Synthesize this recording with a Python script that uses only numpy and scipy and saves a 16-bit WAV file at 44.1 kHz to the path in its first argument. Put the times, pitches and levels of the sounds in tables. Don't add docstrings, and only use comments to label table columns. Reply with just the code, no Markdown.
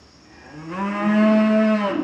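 import sys
import numpy as np
from scipy import signal
from scipy.fft import rfft, irfft, next_fast_len
from scipy.io import wavfile

SR = 44100
rng = np.random.default_rng(int(sys.argv[2]) if len(sys.argv) > 2 else 0)


def magnitude_from_level(level_db):
    exponent = np.asarray(level_db, float) / 20
    return 10 ** exponent


def bounce(signal):
    frames = np.transpose(np.atleast_2d(signal))
    limited = np.clip(frames, -1, 1)
    pcm = np.round(limited * 32767).astype(np.int16)
    wavfile.write(sys.argv[1], SR, pcm)


N = 89743

# time in seconds, pitch in Hz, effort in dB,
# mouth opening from 0 to 1, roughness (breath against voice) in dB.
MOO = [(.12, 96.1, -67.5, 0.9, -2), (.25, 103.2, -60, 0.64, -2.5), (.4, 119, -52, 0.31, 1.5),
       (.5, 140.1, -51.5, 0.58, -1.5), (.62, 159.5, -42.5, 0.73, -18.5), (.69, 164.9, -42.5, 0.67, -6),
       (.74, 179.9, -34.5, 0.8, -2.5), (.81, 198.3, -32.5, 0.69, -15.5), (.89, 201.7, -33.5, 1, -8),
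       (1.05, 207.5, -31, 0.7, -6.5), (1.19, 212.9, -28.5, 0.95, -10.5), (1.26, 215.6, -31.5, 0.88, -5.5),
       (1.6, 217.5, -33, 0.97, -8), (1.74, 214.6, -31.5, 1, -21.5), (1.8, 206.7, -30.5, 1, -18),
       (1.865, 199.8, -30.5, 0.69, -6.5), (1.91, 191.3, -34.5, 0.93, -4), (1.96, 171.8, -55, 0.1, 11.5)]


def rms_one(x):
    return x / np.sqrt(np.mean(x ** 2) + 1e-20)


def in_time(rows):
    seconds, *columns = np.transpose(rows)
    return [np.interp(np.arange(N) / SR, seconds, column) for column in columns]


def drift(rate):
    step = 40
    r = np.exp(-2 * step * np.pi * rate / SR)
    steps = rng.standard_normal(N // step + 2002)
    slow = signal.lfilter([1], [1, -2 * r, r * r], steps)[2000:]
    return np.interp(np.arange(N) / step, np.arange(len(slow)), rms_one(slow))


def peaks(table, hz):
    return np.sqrt(sum((magnitude_from_level(db) / (1 + ((hz - f) / (w / 2)) ** 2)) ** 2 for f, w, db in table))


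def shaped(x, gain_at):
    size = next_fast_len(N)
    hz = np.arange(size // 2 + 1) * SR / size
    return irfft(rfft(x, size) * gain_at(hz), size)[:N]


def noise_band(hz, width):
    return rms_one(shaped(rng.standard_normal(N), lambda f: peaks([(hz, width, 0)], f)))


def background():
    # frequency in Hz, level of the yard noise in dB.
    yard_curve = [(20, -32.5), (55, -22), (110, -3), (270, -4.5), (350, -10), (3300, -24), (7000, -33),
                  (13500, -57)]
    # centre in Hz, width in Hz, level in dB.
    bands = [
        (70, 20, -54.5),
        (5060, 790, -61),
        (5450, 250, -61.5),
        (6100, 600, -70),
        (6750, 180, -68),
        (9800, 400, -96.5),
    ]
    yard_db, tick_s, tick_db, tick_hz = -52, .463, -46, 7000
    curve_hz, curve_db = np.transpose(yard_curve)

    def yard_gain(hz):
        return magnitude_from_level(np.interp(np.log(hz + 1), np.log(curve_hz), curve_db))

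    yard = rms_one(shaped(rng.standard_normal(N), yard_gain))
    out = magnitude_from_level(yard_db + 1.0 * drift(3.)) * yard
    for hz, width, level_db in bands:
        out = out + magnitude_from_level(level_db + 1.5 * drift(12.)) * noise_band(hz, width)

    since_tick = np.maximum(np.arange(N) / SR - tick_s, 0)
    click = (since_tick > 0) * rng.standard_normal(N) * np.exp(-since_tick / .0015)
    tick_band = signal.butter(4, [tick_hz * .6, tick_hz * 1.2], "band", fs=SR, output="sos")
    return out + magnitude_from_level(tick_db) * signal.sosfilt(tick_band, click)


def voice(pitch, rough_db, throats, shares, first, count):
    # centre in Hz, width in Hz, depth from 0 to 1.
    hollows = [(869, 44, .8), (617, 66, 0.6), (479, 46, 0.4), (1460, 40, 0.51)]
    jitter, hoarse_jitter = 0.0021, 0.0191
    wobble_db, wobble_per_s = 4, 11
    evening = 0.79

    tremor = (jitter + hoarse_jitter * magnitude_from_level(rough_db) ** 2) * drift(19.0)
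    turns = np.cumsum(pitch * (1 + tremor)) / SR
    at = np.arange(N)
    coarse = slice(None, None, 64)
    tone, power = 0, 0
    for k in range(first, count + 1):
        hz = k * pitch[coarse]
        gain = sum(share[coarse] * peaks(throat, hz) for throat, share in zip(throats, shares))
        for f, w, depth in hollows:
            gain = gain * (1 - np.clip(depth, 0, 1) / (1 + ((hz - f) / (w / 2)) ** 2))
        power = power + gain ** 2 / 2
        gain = np.interp(at, at[coarse], gain) * magnitude_from_level(wobble_db * drift(wobble_per_s))
        tone = tone + gain * np.sin(2 * np.pi * (k * turns + rng.random()))
    loudness = np.sqrt(power ** evening * np.mean(power) ** (1 - evening))
    tone = tone / np.interp(at, at[coarse], loudness)

    puffs = rng.standard_normal(N) * (1 + 1.8 * np.sin(2 * np.pi * turns))
    breathy = 0
    for throat, share in zip(throats, shares):
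        wider = [(f, 3.0 * w, db) for f, w, db in throat]
        coloured = shaped(puffs, lambda hz: peaks(throat, hz) + .3 * peaks(wider, hz))
        breathy = breathy + share * rms_one(coloured)
    return tone + magnitude_from_level(rough_db) * breathy, turns


def moo():
    # centre in Hz, width in Hz, level in dB.
    open_throat = [(376.6, 110, -24), (431.4, 26, -1), (866, 37, -1), (1011, 53, 5), (1110, 360, -7.5),
                   (1186, 450, 2), (1607, 570, -1), (2026, 630, -3), (2643, 250, -2.5), (3040, 160, -14.5),
                   (3706, 160, -24), (4280, 330, -26), (5120, 700, -27.5)]
    shut_throat = [(324.7, 65, 28), (535, 220, 15.5), (796, 290, 15.5), (1730, 55, 3.5), (2870, 450, -3),
                   (4350, 900, -36)]
    # time in seconds, chest in dB, ring in dB.
    tones = [(.45, -66.5, -80), (.58, -38.5, -68), (.69, -38.5, -55), (.73, -37, -47.5), (.81, -25.5, -44),
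             (.9, -26, -42.5), (1.02, -34, -32.5), (1.075, -17, -33), (1.13, -18.5, -32.5),
             (1.18, -16, -23.5), (1.38, -15.5, -23), (1.47, -17, -33.5), (1.56, -17.5, -21.5),
             (1.75, -17.5, -24), (1.8, -27, -42.5), (1.85, -24, -25.5), (1.9, -48, -23), (1.94, -40, -43.5)]
    # middle in seconds, length in seconds, multiple of the pitch, level in dB.
    flares = [
        (.75, .05, 6, -34),
        (.825, .08, 5, -26),
        (1.795, .04, 5, -30),
        (1.857, .05, 5, -24),
    ]
    strain_hz, strain_from_s, strain_db_per_s, strain_top_db = 3360, 1, 22.5, 8

    t = np.arange(N) / SR
    pitch, effort_db, mouth, rough_db = in_time(MOO)
    chest_db, ring_db = in_time(tones)
    mouth = np.clip(mouth, 0, 1)
    throats, shares = [open_throat, shut_throat], [mouth, 1 - mouth]
    upper, turns = voice(pitch, rough_db, throats, shares, first=2, count=28)

    def strain_band(hz):
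        return 1 / (1 + (strain_hz / (hz + 1)) ** 12) / (1 + (hz / 6000) ** 12)

    strain_db = np.clip(strain_db_per_s * (t - strain_from_s), 0, strain_top_db)
    upper = upper + (magnitude_from_level(strain_db) - 1) * shaped(upper, strain_band)

    chest = magnitude_from_level(chest_db) * np.sin(2 * np.pi * turns)
    ring = magnitude_from_level(ring_db) * np.sin(2 * np.pi * (3 * turns + .5))
    for middle, length, k, db in flares:
        swell = np.exp(-((t - middle) / (length / 2)) ** 2)
        ring = ring + magnitude_from_level(db) * swell * np.sin(2 * np.pi * k * turns)
    return magnitude_from_level(effort_db) * upper, np.sqrt(2) * chest, np.sqrt(2) * ring


def breath():
    # start in seconds, length in seconds, centre in Hz, width in Hz, level in dB.
    whistles = [
        (0.2, 0.45, 2418, 70, -59.5),
        (0.244, 0.27, 1864, 115.6, -56.5),
        (0.322, 0.33, 1656, 70, -53),
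    ]
    # centre in Hz, width in Hz, level in dB.
    air_bands = [(6090, 1800, -29), (7740, 1100, -32), (9440, 1500, -40.5), (11900, 2000, -56.5)]
    air_follows, air_ref_db = 0.68, -31

    t = np.arange(N) / SR
    _, effort_db, mouth, _ = in_time(MOO)
    nose = 0
    for start, length, hz, width, db in whistles:
        swell = np.sin(np.pi * np.clip((t - start) / length, 0, 1)) ** .5
        nose = nose + magnitude_from_level(db) * swell * noise_band(hz, width)
    air = sum(magnitude_from_level(db) * noise_band(hz, width) for hz, width, db in air_bands)
    air_db = air_ref_db + air_follows * (effort_db - air_ref_db)
    return nose + np.clip(mouth, 0, 1) * magnitude_from_level(air_db) * air


def dull_low(rows):
    # centre in Hz, width in Hz, level in dB.
    dull_throat = [(165, 66, -6), (287, 82, 20.5), (500, 150, -40)]
    pitch, level_db, rough_db = in_time(rows)
    sound, _ = voice(pitch, rough_db, [dull_throat], [np.ones(N)], first=1, count=4)
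    return magnitude_from_level(level_db) * sound


def far_cow():
    # time in seconds, pitch in Hz, level in dB, roughness in dB.
    course = [
        (.82, 145, -69.5, -21.5),
        (.92, 150.7, -48, -17.5),
        (1.01, 165, -33.5, -20.5),
        (1.14, 170.7, -40.5, -17),
        (1.22, 161.6, -50.5, 8),
        (1.36, 142.2, -42, 4),
        (1.5, 142.9, -51, 1.5),
        (1.62, 146.5, -49, -6),
        (1.7, 133, -95, 6),
    ]
    return dull_low(course)


def grunt():
    # time in seconds, pitch in Hz, level in dB, roughness in dB.
    course = [
        (1.86, 198, -70, -4.),
        (1.89, 186, -33, -4.),
        (1.925, 170, -30, -2.),
        (1.947, 160, -40, -2.),
        (1.96, 155, -26, -4.),
        (1.972, 152, -40, 0.),
        (2.0, 148, -44, 0.),
        (2.03, 145, -55, 0.),
    ]
    return dull_low(course)


def barn(x):
    low_t60_s, top_t60_s = 0.83, 1
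    echo_db, first_echo_s = -7, 0.017
    t = np.arange(N) / SR
    dull = rms_one(signal.lfilter([.2], [1, -.8], rng.standard_normal(N)))
    bright = 0.34 * rng.standard_normal(N)
    tail = dull * magnitude_from_level(-60 * t / low_t60_s) + bright * magnitude_from_level(-60 * t / top_t60_s)
    tail = tail * (t > first_echo_s)
    return magnitude_from_level(echo_db) * signal.fftconvolve(x, tail / np.sqrt(np.sum(tail ** 2)))[:N]


def automatic_volume(cows):
    from_level_db, share, memory_s = -26.5, .4, 0.16
    r = np.exp(-1 / (memory_s * SR))
    level_db = 10 * np.log10(signal.lfilter([1 - r], [1, -r], cows ** 2) + 1e-12)
    return magnitude_from_level(-share * np.maximum(level_db - from_level_db, 0))


def scene():
    upper, chest, ring = moo()
    other = breath() + far_cow() + grunt()
    to_roof = upper + magnitude_from_level(-13) * ring + magnitude_from_level(-16) * chest + other
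    cows = upper + chest + ring + other + barn(to_roof)
    return (cows + background() * automatic_volume(cows))[None]


def band_limit(x):
    return signal.sosfilt(signal.butter(12, 14100, fs=SR, output="sos"), x)


def record(dry):
    low_cut = signal.butter(2, 65, "high", fs=SR, output="sos")
    return band_limit(signal.sosfilt(low_cut, dry))


dry = scene()
out = record(dry)
bounce(out)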